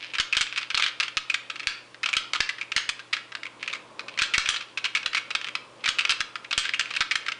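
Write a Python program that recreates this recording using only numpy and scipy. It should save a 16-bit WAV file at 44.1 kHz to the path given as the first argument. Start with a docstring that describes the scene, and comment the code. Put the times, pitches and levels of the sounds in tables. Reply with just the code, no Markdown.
"""At a desk in a small room, hands turn knobs and slide their carrier to and fro in a plastic puzzle case.
Each knock makes the case ring briefly. The carrier rubs along its rails and clacks against its end stops.
The room rings on behind it, over a low rumble, hiss and hum. A limiter (a fast automatic volume control)
squashes the hard clacks, so their tails stand out more; a low thump comes with each end-stop clack."""
import sys
import numpy as np
from scipy import signal
from scipy.fft import rfft
from scipy.io import wavfile
from scipy.ndimage import uniform_filter1d

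SR = 44100
rng = np.random.default_rng(int(sys.argv[2]) if len(sys.argv) > 2 else 0)


def store_wav(level_fs):
    """Save 16-bit WAV to argv[1]."""
    pcm = np.round(np.clip(np.atleast_2d(level_fs), -1, 1) * 32767)
    wavfile.write(sys.argv[1], SR, pcm.T.astype(np.int16))


N = 325899

# Knobs and carrier knocking on the case. Each row: start in seconds, level in dB, ringing pitch in Hz,
# hollowness in dB (how far the middle pitches stand out), seconds to fade by 60 dB.
CLICKS = [(0.045, -36.5, 2430, 2, 0.032), (0.136, -27.0, 2520, 5, 0.059), (0.151, -24.5, 2540, 6, 0.042),
          (0.184, -20.0, 1720, -2, 0.035), (0.326, -18.0, 2570, 17, 0.031), (0.332, -16.0, 2520, 13, 0.017),
          (0.348, -25.5, 2480, 4, 0.036), (0.379, -22.0, 3100, 0, 0.02), (0.419, -23.0, 3100, -1, 0.05),
          (0.466, -30.5, 2520, 2, 0.049), (0.525, -29.5, 2520, 6, 0.031), (0.5604, -25.5, 2520, 4, 0.089),
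          (0.575, -19.0, 2620, 2, 0.061), (0.612, -31.5, 2380, 2, 0.09), (0.629, -29.5, 4040, 5, 0.023),
          (0.7024, -23.0, 2440, 4, 0.049), (0.797, -20.5, 2220, 0, 0.025), (0.803, -25.5, 2190, 0, 0.034),
          (0.8225, -14.5, 3140, 3, 0.035), (0.833, -20.0, 2250, 15, 0.015), (0.839, -19.5, 3750, 1, 0.037),
          (0.862, -19.5, 3110, 1, 0.065), (0.881, -27.5, 3850, 1, 0.05), (1.0, -15.0, 2630, 2, 0.038),
          (1.028, -21.0, 2490, 4, 0.081), (1.08, -27.5, 3140, 3, 0.034), (1.2985, -17.0, 2530, 14, 0.042),
          (1.3414, -16.5, 2210, 4, 0.046), (1.499, -25.5, 2600, 2, 0.05), (1.557, -31.5, 2610, 4, 0.048),
          (1.595, -27.5, 2530, 4, 0.051), (1.63, -33.5, 2560, 5, 0.08), (1.944, -39.5, 1800, -3, 0.023),
          (2.0315, -21.5, 1920, 6, 0.025), (2.041, -23.0, 2560, 11, 0.017), (2.059, -19.0, 2530, 3, 0.043),
          (2.087, -23.0, 2390, 1, 0.063), (2.13, -21.5, 2470, 6, 0.029), (2.1369, -15.5, 2490, 15, 0.02),
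          (2.35, -23.5, 1230, -1, 0.033), (2.357, -23.5, 2520, 0, 0.048), (2.491, -20.0, 1990, 6, 0.037),
          (2.583, -33.0, 1720, 3, 0.084), (2.611, -23.5, 2420, 12, 0.069), (2.7185, -22.5, 2550, 5, 0.026),
          (2.779, -19.5, 2950, 1, 0.012), (2.993, -33.0, 1730, -1, 0.05), (3.128, -20.5, 2260, 3, 0.079),
          (3.132, -18.5, 2310, 1, 0.039), (3.167, -27.5, 1750, -1, 0.045), (3.32, -34.0, 1800, -1, 0.025),
          (3.351, -27.0, 1820, -3, 0.02), (3.432, -30.0, 1990, 4, 0.028), (3.453, -30.5, 2260, 14, 0.025),
          (3.465, -33.0, 2540, 9, 0.031), (3.627, -26.5, 2490, 9, 0.042), (3.6765, -24.5, 2520, 7, 0.035),
          (3.699, -32.0, 2570, 15, 0.041), (3.729, -23.5, 2220, 3, 0.1), (3.993, -27.5, 2440, 2, 0.047),
          (4.0825, -30.5, 2490, 4, 0.049), (4.175, -27.0, 2210, 6, 0.077), (4.189, -17.0, 2540, 7, 0.04),
          (4.213, -24.0, 1580, -2, 0.06), (4.229, -24.5, 1530, -6, 0.05), (4.337, -13.0, 2500, 13, 0.047),
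          (4.3443, -18.0, 1980, 6, 0.028), (4.349, -20.0, 1980, 3, 0.034), (4.458, -22.0, 2530, 8, 0.031),
          (4.472, -27.0, 2290, 1, 0.078), (4.499, -20.5, 3170, -1, 0.029), (4.54, -24.5, 3120, 1, 0.054),
          (4.561, -23.5, 3950, 0, 0.049), (4.607, -30.0, 2480, 1, 0.1), (4.774, -21.5, 2640, 7, 0.051),
          (4.842, -22.0, 2630, 0, 0.04), (4.8504, -19.0, 2620, 6, 0.066), (4.95, -15.5, 2400, 10, 0.031),
          (4.956, -21.0, 2540, 1, 0.11), (4.971, -24.0, 2420, 9, 0.019), (5.03, -32.0, 2570, 2, 0.022),
          (5.13, -26.0, 2210, 4, 0.06), (5.147, -17.5, 2270, 2, 0.067), (5.1685, -20.0, 2260, 10, 0.036),
          (5.176, -22.0, 2270, 8, 0.028), (5.305, -24.0, 2530, 4, 0.044), (5.413, -30.0, 3040, 3, 0.036),
          (5.444, -26.5, 3140, 5, 0.034), (5.468, -29.5, 2490, 7, 0.039), (5.486, -29.0, 2510, 5, 0.026),
          (5.552, -21.0, 2530, 3, 0.034), (5.839, -23.5, 2590, 8, 0.061), (5.858, -17.5, 2400, 7, 0.034),
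          (5.877, -20.0, 1800, -3, 0.058), (5.986, -19.0, 2560, 9, 0.031), (5.991, -13.0, 2570, 9, 0.032),
          (6.0074, -23.5, 2560, 3, 0.048), (6.051, -16.5, 2520, 9, 0.019), (6.094, -11.0, 3140, 2, 0.041),
          (6.12, -20.5, 2480, 1, 0.031), (6.355, -26.0, 1270, 0, 0.035), (6.445, -34.0, 2400, 8, 0.045),
          (6.509, -22.5, 2610, 5, 0.051), (6.528, -19.5, 3390, -2, 0.049), (6.652, -23.5, 1600, 1, 0.04),
          (6.691, -22.5, 1950, 4, 0.02), (6.736, -20.0, 2400, 16, 0.041), (6.7434, -23.0, 2590, 14, 0.037),
          (6.808, -20.5, 2750, 8, 0.031), (6.857, -30.0, 2580, 16, 0.015), (6.905, -27.0, 2530, 3, 0.059),
          (6.938, -29.5, 2550, 2, 0.028), (6.95, -27.0, 2630, 6, 0.083), (6.9636, -19.5, 2550, 5, 0.031),
          (7.111, -18.0, 1980, 5, 0.018), (7.117, -19.5, 2280, 5, 0.032), (7.262, -28.5, 2000, 4, 0.053),
          (7.283, -20.5, 1340, 2, 0.041), (7.319, -24.5, 2700, 7, 0.023)]


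def knob_clicks():
    """Lists the knocks of the knobs and carrier, adding a last column: 0 dB of extra treble."""
    return [(*click, 0) for click in CLICKS]


def loose_ticks(softer_db=-18, vary_db=2.5, hollow_db=3, fade_s=.025):
    """Lists the faint ticks of loose parts, one just after each click."""
    rows = []
    for start, db, ring_hz, _, _ in CLICKS:
        delay_s = rng.uniform(.004, .022)
        tick_db = db + softer_db + vary_db * rng.uniform(-1, 1)
        rows.append((start + delay_s, tick_db, ring_hz, hollow_db, fade_s, 0))
    return rows


# The carrier hitting its end stops. Each row: start in seconds, clack level in dB,
# ringing pitch in Hz, extra treble in dB, thump strength in dB.
STOPS = [(.1985, -13, 2960, 5, -26), (.3679, -11, 3150, 6, -30), (.4093, -15, 3100, 8, -32),
         (.7448, -17, 4150, 0, -32), (.7742, -16, 2550, 4, -41), (1.1699, -16, 2710, 1, -31),
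         (1.6711, -10, 2300, -1, -30), (2.167, -12, 3150, 4, -31), (2.3337, -18.5, 2350, 4, -38),
         (2.4038, -10, 1720, 4, -25), (2.7631, -9, 1660, 5, -33), (2.8904, -18, 2530, 5, -37),
         (4.2191, -10, 1560, 6, -30), (4.3801, -8.5, 1270, 8, -23), (4.4888, -10, 3350, 10, -31),
         (5.0597, -17, 2780, 0, -40), (5.3502, -16, 2420, -1, -41), (5.888, -13, 3210, 5, -33),
         (6.1045, -16, 2380, 9, -37), (6.2041, -18.5, 1600, 6, -35), (6.578, -8.5, 3150, 8, -25),
         (6.7946, -15, 1610, 7, -41), (7.0062, -14, 1700, 0, -31), (7.1551, -16, 1600, 4, -42)]


def stop_clacks(hollow_db=-.2, fade_s=.039):
    """Lists the hard, bright knocks of the carrier against its end stops."""
    return [(start, db, hz, hollow_db, fade_s, treble_db) for start, db, hz, treble_db, _ in STOPS]


def stop_thumps(pulse_s=.00024, settle_s=.0067, settle_db=-3.5, rebound_s=.023, lag_s=.0004):
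    """A low thump with each hard clack, as when a recorder is overloaded: one pulse, no ringing."""
    t, out = np.arange(SR // 5) / SR, np.zeros(N)
    spike = t / pulse_s * np.exp(1 - t / pulse_s)
    settling = gain_of(settle_db) * (1 - np.exp(-t / pulse_s)) * np.exp(-t / settle_s)
    pulse = spike + settling
    thump = (smooth(pulse, rebound_s) - pulse) / pulse.max()
    for start, *_, db in STOPS:
        add(out, start + lag_s, gain_of(db) * thump)
    return out


# The low, middle, upper and top pitch bands of a knock. Each row: lower edge in Hz, upper edge in Hz.
BANDS = [(900, 1900), (1900, 3000), (3000, 4800), (4800, 10500)]


def knock_tone(sound, db, ring_hz, hollow_db, treble_db):
    """Balances a knock's bands: small parts and hard blows are bright, hollow knocks favour the middle."""
    force_db = db + 22  # an ordinary click is at -22 dB and rings at 2500 Hz
    tilt_db = 2.6 + 6.2 * np.log2(ring_hz / 2500) + .24 * force_db  # upper band over low band
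    top_db = -11 + .27 * tilt_db + .1 * force_db - .55 * hollow_db + treble_db
    wanted_db = np.array([-hollow_db - tilt_db / 2, 0, -hollow_db + tilt_db / 2, top_db])
    hz, power = np.fft.rfftfreq(len(sound), 1 / SR), abs(rfft(sound)) ** 2
    band_power = [power[(hz > low) & (hz < high)].sum() for low, high in BANDS]
    change_db = wanted_db - 10 * np.log10(band_power)
    centres_hz = np.sqrt(np.prod(BANDS, axis=1))
    return coloured(sound, list(zip(centres_hz, change_db - change_db.max())))


def knocks(rows, crack_db=-1, crack_s=.0007, rise_s=.00072, chatter_db=4, blow_s=.0061, size=4096):
    """Each knock cracks, then shakes the case. Returns the direct sound and the sound sent into the room."""
    t, out = np.arange(size) / SR, np.zeros((2, N))
    grain, flutter = np.moveaxis(rng.standard_normal((len(rows), 2, size)), 1, 0)
    fade_s = np.array([[fade] for *_, fade, _ in rows])
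    chatter = gain_of(chatter_db * evened(uniform_filter1d(flutter, size=70, axis=1)))
    shaking = chatter * gain_of(-60 * t / fade_s)
    crack = gain_of(crack_db) * np.exp(-t / crack_s)
    envelope = (1 - np.exp(-t / rise_s)) * (shaking + crack)
    for (start, db, ring_hz, hollow_db, _, treble_db), burst in zip(rows, case(grain * envelope)):
        # The hollower the part, the more clearly it rings.
        ring = gain_of(4.5 + .65 * max(hollow_db, 0)) * resonate(burst, ring_hz, width_hz=340)
        # The ring is clearest straight from the open case, and weaker in what spreads round the room.
        for path, sound in zip(out, (burst + ring, burst + gain_of(-9) * ring)):
            knock = knock_tone(sound, db, ring_hz, hollow_db, treble_db)
            # Give it the energy of a steady sound at this level that lasts blow_s.
            add(path, start, gain_of(db) * np.sqrt(blow_s * SR) * knock / np.linalg.norm(knock))
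    return out


# The broad tone of the plastic. Each row: frequency in Hz, boost or cut in dB.
PLASTIC_TONE = [(100, -29), (500, -20.5), (750, -16), (1000, -7), (1250, 0), (2500, 4), (5000, -2.5),
                (6500, -8), (8000, -13.5), (10000, -23)]
# The pitches at which the case rings. Each row: frequency in Hz, width in Hz, strength in dB.
CASE_RINGS = [(1315, 105, -0.5), (1590, 60, -6), (2234, 68, -6.5), (2500, 110, -12), (3160, 100, -10.5),
              (4930, 120, -10)]


def case(force):
    """The plastic colours every push it gets, and the case rings at its own pitches."""
    vibration = coloured(force, PLASTIC_TONE)
    return vibration + sum(gain_of(db) * resonate(vibration, hz, width) for hz, width, db in CASE_RINGS)


# The carrier rubbing along its rails. Each row: start in seconds, end in seconds, level midway in dB.
SLIDES = [(-.05, .13, -42), (.48, 0.677, -43), (0.743, 0.894, -34), (1.517, 1.66, -49), (3.59, 3.737, -45),
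          (4.1, 4.18, -50.5), (4.186, 4.26, -28.5), (4.4, 4.586, -39), (4.658, 4.74, -55),
          (5.78, 5.85, -52), (6.59, 6.714, -37.5), (6.87, 7.0, -42.5), (7.2, 7.356, -49)]


def carrier_slides(slips_per_s=1000, vary_db=4, centre_hz=2400, width_hz=3200):
    """Plastic rubs on plastic in many tiny slips; each slide swells and dies away."""
    t, pressure = np.arange(N) / SR, np.zeros(N)
    for start, end, db in SLIDES:
        progress = np.clip((t - start) / (end - start), 0, 1)
        pressure += gain_of(db) * np.sqrt(np.sin(np.pi * progress).clip(0))
    slips = rng.standard_normal(N) * (rng.random(N) < slips_per_s / SR)
    slips *= gain_of(vary_db * rng.exponential(1, N).clip(0, 3))  # a few slips are much stronger
    rubbing = resonate(case(slips), centre_hz, width_hz)
    return pressure * evened(resonate(rubbing, centre_hz, width_hz))


# How long the room rings. Each row: frequency in Hz, seconds to fade by 60 dB.
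ROOM_FADE = [(300, 0.02), (1300, 0.42), (3000, 0.4), (5000, 0.38), (9000, 0.21)]
# The tone of the room's echo. Each row: frequency in Hz, boost or cut in dB.
ROOM_TONE = [(300, -1.6), (1400, 0.5), (2400, -1.5), (3200, 0), (5000, -3), (7000, -0.5), (9000, 0.67)]


def room(sound, delay_s=.005, blend_hz=3, size=26000):
    """Many echoes blur into a tail in which each pitch fades at its own speed."""
    out, t = np.zeros(N), np.arange(N) / SR
    for k in range(3):
        hz, age_s, noise = signal.stft(rng.standard_normal(size), SR, nperseg=256)
        fade_db = read(ROOM_TONE, hz)[:, None] - 60 * age_s / read(ROOM_FADE, hz)[:, None]
        tail = signal.istft(noise * gain_of(fade_db), SR, nperseg=256)[1]
        # Blending steadily between three noise tails keeps the echo soft, without steady metallic tones.
        share = np.sqrt(2 / 3) * np.cos(2 * np.pi * blend_hz * t + k * np.pi / 3)
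        add(out, delay_s, signal.fftconvolve(sound * share, tail / np.linalg.norm(tail)))
    return out


# The tones of the rumble and of the hiss. Each row: frequency in Hz, boost or cut in dB.
RUMBLE_TONE = [(20, -23), (80, -19), (140, -9), (230, -3), (380, -2.5), (560, 2), (750, -6.5), (1050, 1.5),
               (1500, -10.5), (3000, -32), (10000, -47)]
HISS_TONE = [(20, -13.5), (500, -4.5), (2500, -0.5), (4000, -5), (6000, -10.5), (8000, -13.5), (10000, -15)]
# The rumble's slow swells. Each row: time in seconds, level in dB before lift_db is added.
RUMBLE_SWELLS = [(0.0, -56), (0.47, -59), (0.99, -56), (1.11, -58), (1.58, -56), (1.75, -58), (1.95, -58),
                 (2.26, -54), (2.47, -57), (3.11, -58), (4.05, -50), (4.63, -56), (5.99, -52), (6.22, -55),
                 (6.98, -54), (7.08, -56), (7.39, -56)]
# The steady notes of the electric hum. Each row: frequency in Hz, level in dB.
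HUM = [(120, -67.5), (302, -68), (344, -71.5)]


def background(lift_db=.7, hiss_db=-56):
    """A low rumble that swells and sinks, a faint hiss and an electric hum."""
    t = np.arange(N) / SR
    swell = gain_of(lift_db + np.interp(t, *np.transpose(RUMBLE_SWELLS)))
    rumble = swell * evened(coloured(rng.standard_normal(N), RUMBLE_TONE))
    hiss = gain_of(hiss_db) * evened(coloured(rng.standard_normal(N), HISS_TONE))
    hum = sum(gain_of(db) * np.sqrt(2) * np.sin(2 * np.pi * (hz * t + rng.random())) for hz, db in HUM)
    return rumble + hiss + hum


def gain_of(db):
    """Turns decibels (dB) into a number to multiply a sound by."""
    return 10 ** (np.asarray(db) / 20)


def evened(x):
    """Scales a signal to an average power of 1."""
    return x / np.sqrt(np.mean(x ** 2) + 1e-20)


def read(points, hz):
    """Looks up a frequency in a table, gliding between rows on a pitch scale."""
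    row_hz, value = np.transpose(points)
    return np.interp(np.log(hz + 1), np.log(row_hz + 1), value)


def add(mix, start_s, sound):
    """Mixes a sound in at the given time."""
    part = mix[max(round(start_s * SR), 0):][:len(sound)]
    part += sound[:len(part)]


def coloured(x, points, size=4096):
    """Shapes a sound's tone by rows of Hz and dB, without smearing it earlier in time."""
    log_gain = np.log(gain_of(read(points, abs(np.fft.fftfreq(size, 1 / SR)))))
    response = np.exp(np.conj(signal.hilbert(log_gain)))
    taps = np.fft.ifft(response).real[:size // 2]
    return signal.fftconvolve(np.atleast_2d(x), taps[None], axes=1)[:, :x.shape[-1]].reshape(x.shape)


def resonate(x, hz, width_hz):
    """Keeps the pitches around hz; a narrower width rings longer."""
    r = np.exp(-np.pi * width_hz / SR)
    return signal.lfilter([1 - r, 0, r - 1], [1, -2 * r * np.cos(2 * np.pi * hz / SR), r * r], x)


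def smooth(x, seconds):
    """Follows a signal with a lag, rounding off quick changes."""
    r = np.exp(-1 / (seconds * SR))
    return signal.lfilter([1 - r], [1, -r], x)


def scene(room_db=-12):
    """The puzzle's knocks and slides, their echo in the room, and the background."""
    direct, into_room = knocks(knob_clicks() + stop_clacks() + loose_ticks()) + carrier_slides()
    return (direct + gain_of(room_db) * room(into_room) + background())[None]


def record(dry, limit_db=-16.5, squash=.96, release_db_per_s=650, ceiling=.4, top_hz=10250):
    """Turns loud clacks down, rounds their peaks, adds the thumps unsquashed and cuts the highest treble."""
    sound = dry[0]
    level_db = 10 * np.log10(smooth(sound ** 2, seconds=.00087) + 1e-12)
    over_db = np.maximum(level_db - limit_db, 0)
    # The limiter turns down almost at once, then lets go at a steady rate.
    release_db = np.arange(N) * release_db_per_s / SR
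    held_db = np.maximum.accumulate(over_db + release_db) - release_db
    cut_db = smooth(squash * held_db, seconds=.000084)
    limited = ceiling * np.tanh(sound * gain_of(-cut_db) / ceiling)
    treble_cut = signal.firwin(255, top_hz, window=("kaiser", 9), fs=SR)
    return signal.oaconvolve(limited + stop_thumps(), treble_cut, "same")[None]


dry = scene()
out = record(dry)
store_wav(out)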